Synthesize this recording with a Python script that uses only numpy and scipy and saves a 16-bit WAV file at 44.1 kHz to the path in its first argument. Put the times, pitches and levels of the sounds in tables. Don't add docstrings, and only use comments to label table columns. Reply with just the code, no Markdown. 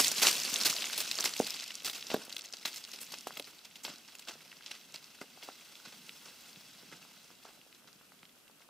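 import sys
import numpy as np
from scipy import signal
from scipy.fft import rfft, irfft, next_fast_len
from scipy.io import wavfile
from scipy.ndimage import uniform_filter1d, map_coordinates

SR = 44100
rng = np.random.default_rng(int(sys.argv[2]) if len(sys.argv) > 2 else 0)


def dump(signal):
    limited = np.clip(np.atleast_2d(signal).T, -1, 1)
    pcm = np.round(limited * 32767).astype(np.int16)
    wavfile.write(sys.argv[1], SR, pcm)


N = 383581

# time in seconds, then gravel, grit and cobbles levels in dB before the surges.
SLIDE_LEVELS = [(0.0, -30.5, -30, -60), (0.12, -38.5, -52, -49), (0.29, -38, -47, -54),
                (0.58, -38, -46, -47.5), (1.11, -42, -54, -56), (1.35, -44.5, -52, -57.5),
                (1.65, -46, -59, -60), (1.94, -56.5, -63, -66), (2.1, -49, -56, -60.5),
                (2.45, -59, -69, -65.5), (2.7, -54, -62.5, -65), (3.25, -54.5, -61, -67.5),
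                (3.66, -60.5, -67.5, -69.5), (5.3, -59, -66, -67.5), (6.3, -57.5, -61, -68.5),
                (6.93, -58.5, -67, -67), (7.29, -62.5, -68, -70.5), (8.7, -74.5, -75.5, -73.5)]
# frequency in Hz, relative level in dB per Hz.
GRAVEL_COLOUR = [(530, -19), (900, -11), (1350, -18), (1900, -5), (2700, 1.5), (3500, 0.5), (5200, 3),
                 (10000, -5.5), (13000, -6), (22000, -120)]
# frequency in Hz, relative level in dB per Hz.
GRIT_COLOUR = [(5000, -5), (8500, 0), (9580, -3), (13000, -3), (14700, -1.5), (15800, -6)]
# frequency in Hz, relative level in dB per Hz.
COBBLE_COLOUR = [(130, -33), (220, -1.5), (692, -1.5), (754, -3.5), (893, -2.5), (1050, -2), (1400, 1),
                 (1820, -2.5), (3080, -120)]
# time in seconds, share of hiss from 0 to 1.
SLIDE_BLUR = [(0, 0.63), (1.5, 0.38), (4, 0.59), (6, 0.81), (8.7, 0.57)]
# time in seconds, share of dulled sound from 0 to 1.
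AIR_DULLING = [(0, 0.13), (2, 0.7), (4.5, 0.95), (8.7, 0.8)]
# time in seconds, level in dB.
RUMBLE_LEVELS = [(0.0, -63), (0.17, -60), (0.31, -60), (0.51, -65), (0.82, -63), (0.97, -65), (1.31, -67),
                 (1.89, -71), (2.06, -67), (2.49, -78), (2.71, -78), (3.27, -63.5), (3.58, -76),
                 (3.92, -70), (4.12, -76), (4.72, -69.5), (5.72, -78), (6.05, -68), (6.32, -75),
                 (6.9, -66.5), (7.07, -70), (7.78, -77), (8.09, -70.5), (8.7, -79)]
# frequency in Hz, relative level in dB per Hz.
RUMBLE_COLOUR = [(40, -32), (90, -14.5), (160, -0.5), (240, 0.5), (320, -11), (500, -48)]
# frequency in Hz, relative level in dB per Hz.
AIR_COLOUR = [(15, -53), (25, -15), (64, -16.5), (248, -3), (542, -8.5), (1510, -15), (2390, -10.5),
              (2810, -8.5), (3130, -10), (4100, -13.5), (14600, -15.5), (15800, -51)]
# frequency in Hz, likeness (1 is identical).
AIR_LIKENESS = [(25, .85), (60, 0.52), (200, 0.25), (600, 0.26), (3000, 0.05), (15000, .05)]
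AIR_DB = -64
# start in seconds, gravel level in dB, time to die 60 dB in seconds,
# grit in dB over the gravel, cobbles in dB over the gravel.
SPLASH_EVENTS = [(-0.004, -23.5, 0.061, -13, -7), (0.041, -26.5, 0.061, -18, -37),
                 (0.078, -33, 0.088, -4, -11), (0.113, -32, 0.042, -1, -17),
                 (0.168, -34.5, 0.037, -15, -21), (0.179, -33.5, 0.14, -8, -15),
                 (0.215, -27, 0.55, -5, -9.5), (0.221, -26, 0.12, -12, -14), (0.248, -24.5, 0.098, -17, -5),
                 (0.2655, -19, 0.087, -18, -11), (0.277, -24, 0.093, -14, -20),
                 (0.609, -35, 0.039, -22, -6), (0.647, -26, 0.1, -5, -10), (0.654, -23.5, 0.13, -4, -14),
                 (0.695, -28, 0.079, -6, -22), (0.974, -37, 0.18, 1.5, -10), (0.9995, -36, 0.099, 1, -16),
                 (1.11, -32, 0.03, -6, -27), (1.185, -43.5, 0.1, -23, 4), (1.198, -35, 0.16, -7, -12),
                 (1.238, -35, 0.056, 3, -15), (1.245, -33, 0.18, -10, -9.5), (1.252, -25, 0.046, -10, -16),
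                 (1.362, -36.5, 0.041, -6, -22), (1.392, -38, 0.05, -1.5, -19), (1.463, -38, 0.12, -6, -20),
                 (1.844, -33.5, 0.24, -4, -14.5), (1.872, -41.5, 0.06, -15, -2.5),
                 (1.928, -40, 0.32, -8, -14.5), (2.102, -36.5, 0.23, -25, -6), (2.14, -40, 0.035, -15, 1),
                 (2.19, -63.5, 0.43, -16, 8.5), (2.248, -53, 0.033, 8, -20), (2.292, -45, 0.059, -15, -15),
                 (2.317, -49, 0.04, -12, -20), (2.324, -47, 0.022, 2.5, -26), (2.361, -42, 0.03, -2, -27),
                 (2.378, -44, 0.03, -9, -12), (2.389, -48, 0.035, -2, -16), (2.437, -47, 0.06, -8, -25),
                 (2.446, -46.5, 0.07, -12, -31), (2.533, -38, 0.043, -16, -14),
                 (2.649, -39.5, 0.28, -6, -15), (2.651, -36.5, 0.097, -8, -9.5),
                 (2.738, -45, 0.17, -5, -21), (2.757, -45, 0.19, -4, -18), (2.929, -42.5, 0.11, -8, -16),
                 (3.002, -53, 0.17, 6, -29), (3.009, -48.5, 0.13, 6.5, -29), (3.024, -51, 0.05, 1, -27),
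                 (3.117, -44, 0.12, -2.5, -11), (3.137, -45, 0.05, -16, -7.5), (3.267, -42, 0.093, -3, -6),
                 (3.369, -45.5, 0.093, -0.5, -1), (3.468, -51.5, 0.16, -4, -5),
                 (3.646, -47, 0.059, -12, -15), (3.754, -42, 0.046, -9, -14), (3.833, -56, 0.18, 8, -22),
                 (3.844, -40.5, 0.32, -13, -7.5), (4.079, -55, 0.1, -14, -6), (4.148, -50, 0.035, 0, -12),
                 (4.19, -51.5, 0.07, -1, -23), (4.218, -50, 0.046, -17, -15), (4.271, -48, 0.2, -10, -5),
                 (4.28, -39.5, 0.19, -11, -7), (4.659, -46, 0.1, -27, -19), (4.688, -50, 0.14, -16, -17),
                 (4.708, -43.5, 0.13, -19, -12.5), (4.738, -49, 0.12, -11, -14),
                 (4.747, -46.5, 0.046, -12, -17), (4.939, -43, 0.094, -11, -15), (5.21, -49, 0.075, -4, 2),
                 (5.428, -45, 0.1, -6.5, -11), (5.475, -51.5, 0.28, -10, -4),
                 (5.848, -50.5, 0.26, -16, -7.5), (5.92, -50, 0.16, -11, -7), (6.252, -53, 0.35, -21, -6),
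                 (6.912, -55, 0.2, -15, -2.5), (6.948, -58, 0.15, -15, -8), (7.446, -56, 0.22, -16, -2),
                 (7.47, -67.5, 0.35, -16, 6.5), (7.869, -58, 0.13, -18, -5), (8.606, -61.5, 0.15, -16, -7)]
SPLASH_RISE_S, SPLASH_SUDDEN = 0.005, 1.36
# start in seconds, base level in dB, base pitch in Hz.
KNOCK_EVENTS = [(0.0055, -25.5, 466), (0.2488, -25, 994), (0.2797, -35, 730), (0.5257, -41.5, 243),
                (0.6603, -30.5, 670), (0.699, -39, 268), (1.013, -55, 231), (1.1896, -31, 780),
                (1.2425, -27, 990), (1.257, -34, 755), (1.4008, -14, 446), (1.4016, -29, 1000),
                (1.417, -38, 800), (1.443, -49, 196), (1.8757, -46, 790), (2.1021, -32.5, 610),
                (2.1158, -30.5, 490), (2.1429, -16, 420), (2.1452, -31, 1150), (2.1587, -40, 420),
                (2.1636, -35, 437), (2.175, -40, 350), (2.19, -48, 380), (2.205, -51, 420),
                (2.222, -50, 600), (2.232, -51, 550), (2.241, -52, 650), (2.2803, -44, 500),
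                (2.289, -52, 620), (2.304, -51, 600), (2.34, -55, 315), (2.655, -27, 1200),
                (2.6804, -42, 850), (3.1379, -35, 805), (3.2704, -25.5, 700), (3.271, -40, 1300),
                (3.3071, -33, 1040), (3.3689, -43, 720), (3.3972, -39, 520), (3.399, -35.5, 496),
                (3.406, -42, 520), (3.8808, -36.5, 740), (3.9022, -47, 332), (3.9214, -46, 780),
                (4.3097, -37, 1170), (4.355, -46, 476), (4.946, -45.5, 605), (5.2142, -37, 384),
                (5.227, -49, 520), (5.24, -49, 477), (5.2165, -36, 990), (5.375, -45, 700),
                (5.43, -43.5, 614), (5.488, -31, 735), (5.5, -41, 1250), (5.8726, -50, 228),
                (6.27, -61, 500), (6.57, -51.5, 185), (6.832, -49.5, 356), (6.888, -57, 170),
                (6.926, -49, 190), (6.931, -41, 1150), (6.939, -55, 190), (7.051, -48, 810),
                (7.3038, -49, 900), (7.313, -54, 330), (7.4526, -42, 640), (7.575, -53, 620),
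                (7.59, -59, 260), (7.665, -53, 500), (7.822, -52, 1150), (7.8443, -51, 950),
                (7.85, -60, 200), (7.887, -49, 1200), (7.957, -59, 182), (8.009, -60, 260),
                (8.0126, -48, 1010), (8.1204, -44.5, 1200), (8.232, -58, 206), (8.2311, -42, 1310),
                (8.4977, -49, 835), (8.606, -51, 1000), (8.6887, -49, 790)]
# multiple of the base pitch, relative level in dB, multiple of the ring's cycles.
ROCK_MODES = [(1.1, -11.5, 1.4), (1.8, -25, 1.3), (2.3, -11, 1.2)]
# tail level in dB, time to die 60 dB in seconds, top frequency in Hz.
SLOPE_TAILS = [(-17, 0.13, 2500), (-21.5, 0.36, 660)]
KNOCK_CYCLES, KNOCK_HZ = 9.7, 450
LOW_RINGS_LONGER = 0.2
THUMP_LOW_HZ = 134
# start in seconds, base level in dB, base pitch in Hz, edge tick in dB over the base level.
CLACK_EVENTS = [(0.0385, -23, 4800, -18), (0.0452, -13, 4360, -22), (0.0615, -23, 5500, -18),
                (0.0815, -11.5, 6500, -8), (0.086, -25, 4500, -16), (0.0885, -20, 5500, -12),
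                (0.1165, -16, 6050, -12), (0.1526, -34, 4480, -18), (0.182, -17, 4100, -20),
                (0.2515, -21, 1880, -17), (0.2682, -16, 5250, -21), (0.2695, -12, 6000, -21),
                (0.314, -19, 4850, -17), (0.3284, -19, 4240, -21), (0.384, -31, 4800, -21),
                (0.4199, -40, 3270, -20), (0.4344, -19.5, 5730, -10), (0.4504, -25, 4550, -15),
                (0.4793, -29, 2850, -9), (0.5412, -13, 5930, -14), (0.5585, -22, 3930, -25),
                (0.5603, -16.5, 3420, -29), (0.5655, -18.5, 5900, -14), (0.578, -27, 6300, -14),
                (0.6126, -15, 4200, -31), (0.6354, -16, 4550, -12), (0.6567, -16, 3930, -13),
                (0.7648, -21, 3900, -17), (0.8074, -23, 4180, -19), (0.8223, -22.5, 3180, -24),
                (0.8315, -27, 4000, -22), (0.8425, -20.5, 2890, -20), (0.8744, -36, 5260, -22),
                (0.9329, -23, 3900, -14), (0.9784, -22, 4540, 4), (1.0047, -20, 4250, -14),
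                (1.1136, -15, 3960, -23), (1.144, -28, 3330, -16), (1.1544, -22.5, 5360, -14),
                (1.1815, -27, 6000, -20), (1.187, -19.5, 4010, -17), (1.2074, -15.5, 6150, -14),
                (1.227, -25, 3530, -17), (1.2416, -23, 4300, -8), (1.252, -16, 6000, -14),
                (1.255, -27, 4700, -19), (1.258, -22.5, 2900, -19), (1.2925, -25, 6000, -18),
                (1.334, -40, 1700, -25), (1.3375, -21, 4270, -24), (1.364, -29, 2800, -14),
                (1.378, -26, 5500, -7), (1.3925, -26, 6500, -4), (1.399, -29, 4930, -18),
                (1.447, -27, 4700, -23), (1.468, -21.5, 4100, -18), (1.4725, -25, 7500, -8),
                (1.4834, -35, 2710, -14), (1.499, -28, 5000, -12), (1.5056, -21, 5000, -6),
                (1.5413, -28, 4220, -24), (1.5994, -25, 4600, -30), (1.6084, -28, 3980, -23),
                (1.6799, -31, 5490, -18), (1.706, -30, 2740, -24), (1.7539, -23.5, 5800, -26),
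                (1.8035, -35, 3200, -25), (1.8473, -25, 4610, -14), (1.8568, -29, 4650, -13),
                (1.8598, -21, 5000, -13), (1.8764, -27, 3990, -20), (1.898, -23.5, 3940, -24),
                (2.0108, -32, 4490, -18), (2.0263, -28, 3400, -19), (2.0688, -27, 4850, -17),
                (2.1027, -28, 2730, -23), (2.1155, -30.5, 2540, -22), (2.142, -32, 3400, 9.5),
                (2.1832, -38, 5000, -6), (2.2055, -44, 3000, -22), (2.2515, -42, 6000, 5),
                (2.2965, -33, 6300, -14), (2.3045, -38, 2980, -20), (2.3265, -29, 3900, -11),
                (2.3285, -35, 4300, -5), (2.3355, -36, 3800, -20), (2.351, -39, 6500, -12),
                (2.3585, -39, 5100, -14), (2.3665, -24, 3440, -10), (2.3824, -30, 6500, -14),
                (2.393, -36, 3460, -10), (2.4104, -30.5, 4550, -25), (2.4195, -33, 5500, -18),
                (2.4485, -36, 4500, -8), (2.458, -33, 5500, -12), (2.469, -38, 4200, -20),
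                (2.4875, -39, 4500, -20), (2.5263, -29, 5390, -16), (2.5365, -29.5, 4550, -10),
                (2.5698, -31.5, 4780, -20), (2.613, -43, 5000, -14), (2.6522, -25, 3320, -21),
                (2.6555, -22.5, 3980, -20), (2.731, -34, 4200, -15), (2.761, -29, 5500, -14),
                (2.772, -34, 5270, -8), (2.78, -33, 6000, -12), (2.8404, -30.5, 4400, -27),
                (2.85, -32, 4530, -23), (2.9168, -31.5, 5350, -20), (2.9602, -34, 4620, -27),
                (2.988, -40, 4000, -18), (3.067, -44, 3300, -20), (3.1403, -29.5, 3400, -27),
                (3.1862, -28, 5670, -24), (3.2095, -32, 5820, -20), (3.3712, -31, 2700, -15),
                (3.3975, -25.5, 3210, 1), (3.425, -34, 4360, -27), (3.444, -36, 3870, -22),
                (3.5906, -40, 3870, -24), (3.6481, -41, 5200, -25), (3.6864, -56, 2760, -15),
                (3.712, -46, 3000, -20), (3.7568, -41, 2740, -21), (3.8352, -35, 6490, -13),
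                (3.8505, -23.5, 3320, -26), (3.9594, -39, 4170, -19), (3.9833, -41, 5400, -22),
                (4.0791, -39, 4760, -23), (4.088, -49, 1700, -25), (4.099, -46, 4300, -20),
                (4.122, -45, 4000, -20), (4.152, -43, 2630, -10), (4.186, -38, 5300, -20),
                (4.252, -44, 4500, -20), (4.1939, -40, 3990, -14), (4.286, -46, 4570, -18),
                (4.3388, -40, 4400, -30), (4.407, -46, 2300, -25), (4.517, -39, 2590, -26),
                (4.528, -43, 1870, -25), (4.566, -49, 2800, -20), (4.609, -47, 1680, -25),
                (4.6243, -42, 3400, -25), (4.634, -40, 3280, -25), (4.6624, -31, 4150, -29),
                (4.6805, -38, 3300, -28), (4.9234, -39, 5750, -24), (4.9422, -33, 4340, -21),
                (4.9599, -29.5, 4100, -23), (5.0429, -37.5, 4540, -20), (5.2155, -38, 2000, -14),
                (5.4225, -43, 3500, -20), (5.4268, -37, 2780, -19), (5.4304, -42, 4080, -21),
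                (5.5364, -47, 3970, -23), (5.7545, -38, 3330, -23), (5.927, -44, 4880, -16),
                (6.0937, -31, 3060, -33), (6.5308, -42, 4530, -21), (6.56, -40.5, 2830, -24),
                (6.6653, -47, 4440, -17), (6.8324, -55, 2160, -22), (6.926, -40.5, 2080, -19),
                (7.3529, -47, 4010, -22), (7.4283, -50, 3230, -22), (7.6145, -46, 2800, -20),
                (7.727, -46, 2920, -26), (7.7484, -45, 3980, -14), (7.9297, -43, 5260, -23),
                (8.0451, -52, 4530, -18), (8.191, -52, 3360, -20), (8.2306, -44, 3000, -19),
                (8.2535, -44.5, 3000, -21), (8.2935, -49, 3430, -24), (8.4792, -51, 2760, -6),
                (8.5124, -51, 4660, -4), (8.5961, -51, 3640, -20), (8.621, -51, 2220, -19)]
# multiple of the base pitch, relative level in dB, cycles to die 60 dB.
STONE_MODES = [(.82, -7, 21), (1.0, 0, 24.5), (1.17, -4.5, 28), (1.45, -2, 8), (1.9, -18, 10)]
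STONE_DETUNE = 0.035
CHATTER_S, CHATTER_DB, CHATTER_FADE_DB = 0.006, -5, 22
STRAY_DB, STRAY_SCATTER_DB = 7, 1
STRAY_HZ, STRAY_SPREAD, STRAY_EDGE_DB = 4480, 0.26, -16
# delay in milliseconds, relative level in dB, phase turn in radians.
HOLDER_ECHOES = [(0.82, -30, 0.31), (1.57, -12, 1.48), (2.1, -22.5, 2.2)]
# time in seconds, gain of the echoes in dB.
HOLDER_FACING = [(0, -9), (0.8, -10), (2, -0.5), (5.5, 1), (8.7, 2)]
ECHO_LOW_HZ, ECHO_TOP_HZ = 920, 10000
# frequency in Hz, side to mid in dB before a fixed 3 dB lift.
PORT_WIDTH = [(60, -26), (110, -13), (200, -25), (380, -24), (700, -23), (1290, -23), (2380, -19.5),
              (4400, -14), (8120, -5.5), (15000, -9.5)]
# frequency in Hz, left over right in dB.
PORT_LEAN = [(60, -4), (110, -1), (200, -1.5), (380, -1), (700, -1.0), (1290, 0), (2380, -1), (4400, 0.5),
             (8120, -1.5), (15000, -1)]
# frequency in Hz, radians by which the left port leads.
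PORT_LEAD = [(4500, 0.044), (6200, 0.45), (8300, -0.77), (11000, -0.66), (14000, -0.2)]
TOP_HZ = 15600


def amp(db):
    return 10 ** (np.asarray(db) / 20)


def unit(x):
    return x / np.sqrt(np.mean(x ** 2) + 1e-20)


def along(points, hz):
    f, v = np.transpose(points)
    return np.interp(np.log(hz + 1), np.log(f + 1), v)


def over_time(points):
    return np.interp(np.arange(N) / SR, *np.transpose(points))


def filtered(x, response):
    m = next_fast_len(N + 8192)
    return irfft(rfft(x, m) * response(np.fft.rfftfreq(m, 1 / SR)), m)[..., :N]


def wobble(rate):
    knots = rng.standard_normal(int(N * rate / SR) + 4)
    return map_coordinates(knots, [np.arange(N) * rate / SR])


def place(waves, s, length):
    at = (s * SR).astype(int)[:, None] + np.arange(waves.shape[1])
    return np.bincount(at.ravel(), waves.ravel(), length)[:N]


def rings(s, db, hz, t60, size, attack):
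    t = np.arange(size) / SR
    sine = np.sin(2 * np.pi * hz[:, None] * t)
    decay = np.exp(-np.log(1000) * t / t60[:, None])
    onset = 1 - np.exp(-t / attack)
    return place(sine * amp(db)[:, None] * decay * onset, s, N)


def pushes(s, db, hz, size):
    turns = np.arange(size) / SR * hz[:, None] - .55
    bump = np.exp(-((turns - .1) / 0.61) ** 2)
    return place(amp(db)[:, None] * np.cos(2 * np.pi * turns - .6) * bump, s, N + size)


def stones(when, size_db, size, spectrum, hz, spread, cycles, blur):
    draw = rng.standard_normal((len(when), 2))
    pitch_hz = np.clip(hz * np.exp(spread * draw[:, 0]), 60, 15000)
    t60 = cycles * np.exp(0.38 * draw[:, 1]) / pitch_hz
    ticks = rings(when, size_db, pitch_hz, t60, size=size, attack=1e-4)
    f, power = signal.welch(ticks, SR, nperseg=256)
    colour = lambda g: amp(along(spectrum, g))
    near = filtered(ticks, lambda g: colour(g) / np.sqrt(np.interp(g, f, power) + power.max() / 300))
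    far = filtered(rng.standard_normal(N), colour)
    share = np.clip(blur, 0, 1)
    return np.sqrt(1 - share) * unit(near) + np.sqrt(share) * unit(far)


def size_classes(count, scatter_db, blur):
    when = rng.random(count) * N / SR
    size_db = scatter_db * np.minimum(rng.exponential(1, count), 2.8)
    gravel = stones(np.tile(when, 2), np.tile(size_db, 2), 150, GRAVEL_COLOUR, 3980, 0.474, 14.6, blur)
    far = np.clip(over_time(AIR_DULLING), 0, 1)
    dulled = filtered(gravel, lambda hz: 1.23 / (1 + (hz / 6500) ** 4))
    gravel = (1 - far) * gravel + far * dulled
    grit = stones(when, size_db, 64, GRIT_COLOUR, 11620, 0.207, 29, blur)
    cobbles = stones(when[::4], 0.75 * size_db[::4], 400, COBBLE_COLOUR, 500, 0.752, 5.2, blur)
    return np.array([gravel, grit, cobbles])


def slide():
    t = np.arange(N) / SR
    s, *levels = np.transpose(SLIDE_LEVELS)
    level_db = np.array([np.interp(t, s, level) for level in levels])
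    surge_db = 0.76 * wobble(30) + 1.35 * wobble(90)
    trim_db = np.array([[.8], [.3], [.3]])
    rattle = size_classes(count=9000, scatter_db=6.0, blur=over_time(SLIDE_BLUR))
    return np.sum(amp(level_db + surge_db + trim_db) * rattle, axis=0)


def rumble():
    low = filtered(rng.standard_normal(N), lambda hz: amp(along(RUMBLE_COLOUR, hz)))
    lumps = amp(2.7 * wobble(17) + 1.0 * wobble(7)) * low
    return amp(over_time(RUMBLE_LEVELS)) * unit(lumps)


def air():
    turn = lambda hz: np.arccos(np.clip(along(AIR_LIKENESS, hz), -1, 1)) / 2
    shape = lambda hz: amp(along(AIR_COLOUR, hz)) * [np.cos(turn(hz)), np.sin(turn(hz))]
    mid, side = filtered(rng.standard_normal((2, N)), shape)
    return amp(AIR_DB) * unit(np.array([mid + side, mid - side]))


def splashes():
    power, t = np.zeros((3, N + SR)), np.arange(SR // 2) / SR
    swell = np.minimum(t / SPLASH_RISE_S, 1) ** SPLASH_SUDDEN
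    for s, db, t60, grit_db, cobbles_db in SPLASH_EVENTS:
        shape = swell * amp(-60 * np.maximum(t - SPLASH_RISE_S, 0) / max(t60, .01))
        class_db = db + np.array([[0], [grit_db], [cobbles_db]])
        at = round(s * SR)
        power[:, max(at, 0):at + len(t)] += (amp(class_db) * shape[max(-at, 0):]) ** 2
    spray = size_classes(count=6000, scatter_db=0.5, blur=0.58) * amp(2.35 * wobble(150))
    return np.sum(np.sqrt(power[:, :N]) * spray, axis=0)


def slope_scatter(direct):
    t, out = np.arange(SR // 3) / SR, direct
    for level_db, t60, top_hz in SLOPE_TAILS:
        tail = rng.standard_normal(len(t)) * amp(-60 * t / t60) * (t > .004)
        wet = signal.fftconvolve(direct, tail / np.linalg.norm(tail))[:N]
        out = out + amp(level_db) * filtered(wet, lambda f: 1 / (1 + (f / top_hz) ** 4))
    return out


def knocks():
    s, db, hz = np.transpose(KNOCK_EVENTS)
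    cycles = KNOCK_CYCLES * (KNOCK_HZ / hz) ** LOW_RINGS_LONGER
    ring = sum(rings(s, db + level_db + 7.5, hz * ratio, cycles * life / (hz * ratio), size=2000, attack=0.0021)
               for ratio, level_db, life in ROCK_MODES)
    thump_hz = np.maximum(hz * 0.546, THUMP_LOW_HZ)
    thump = rings(s, db - 4.5, thump_hz, cycles * 1.1 / hz, size=2500, attack=0.0017)
    push = pushes(s, db - .8, hz * 1.286, size=900)
    return slope_scatter(push - ring + thump)


def strays(count):
    when = rng.random(count) * (N - 1) / SR
    size, pitch = rng.exponential(1, count), rng.standard_normal(count)
    gravel_db = np.interp(when, *np.transpose(SLIDE_LEVELS)[:2])
    level_db = gravel_db + STRAY_DB + STRAY_SCATTER_DB * np.minimum(size, 3)
    pitch_hz = STRAY_HZ * np.exp(STRAY_SPREAD * pitch)
    return np.transpose([when, level_db, pitch_hz, np.full(count, STRAY_EDGE_DB)])


def chatter(rows, count):
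    late = rng.random((len(rows), count))
    again = [rows + np.outer(u, [CHATTER_S, -CHATTER_FADE_DB, 0, 0]) + [.001, CHATTER_DB, 0, 0] for u in late.T]
    return np.vstack([rows, *again])


def clacks():
    s, db, hz, edge_db = np.transpose(chatter(np.vstack([CLACK_EVENTS, strays(count=70)]), count=3))
    draw = rng.standard_normal((len(s), len(STONE_MODES) + 1, 2))
    body = 0
    for k, (ratio, level_db, cycles) in enumerate(STONE_MODES):
        mode_db = db + level_db - 1.5 + 0.98 * draw[:, k, 0]
        mode_hz = hz * ratio * np.exp(STONE_DETUNE * draw[:, k, 1])
        body = body + rings(s, mode_db, mode_hz, cycles / (hz * ratio), size=260, attack=1e-4)
    edge_hz = 11500 * np.exp(0.17 * draw[:, -1, 0])
    edge = rings(s, db + edge_db, edge_hz, np.full(len(s), .003), size=200, attack=1.5e-4)
    return body + edge + pushes(s, db - 5.5, hz * 1.5, size=60)


def holder(x):
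    band = lambda hz: 1 / (1 + (ECHO_LOW_HZ / (hz + 1)) ** 2) / (1 + (hz / ECHO_TOP_HZ) ** 4)
    delays = lambda hz: sum(amp(db) * np.exp(1j * (turn - 2 * np.pi * hz * ms / 10 ** 3))
                            for ms, db, turn in HOLDER_ECHOES)
    echo = filtered(x, lambda hz: band(hz) * delays(hz))
    return x + amp(over_time(HOLDER_FACING)) * echo


def ports(mid):
    hz, t, z = signal.stft(mid, SR, nperseg=128)
    drift = uniform_filter1d(rng.standard_normal((2,) + z.shape), 12, axis=2)
    turn = np.exp(1j * np.arctan2(*drift))
    width = amp(along(PORT_WIDTH, hz) + 3.0)[:, None]
    side = signal.istft(z * turn * width, SR, nperseg=128)[1][:N]
    sign = np.array([[1], [-1]])
    balance = lambda f: amp(sign * along(PORT_LEAN, f) / 2) * np.exp(1j * sign * along(PORT_LEAD, f) / 2)
    return filtered(np.array([mid + side, mid - side]), balance)


def scene():
    heard = slide() + rumble() + splashes() + knocks() + clacks()
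    capsule = signal.butter(2, 110, "high", fs=SR, output="sos")
    return ports(holder(signal.sosfilt(capsule, heard))) + air()


def record(dry):
    return filtered(dry, lambda hz: hz < TOP_HZ)


dry = scene()
out = record(dry)
dump(out)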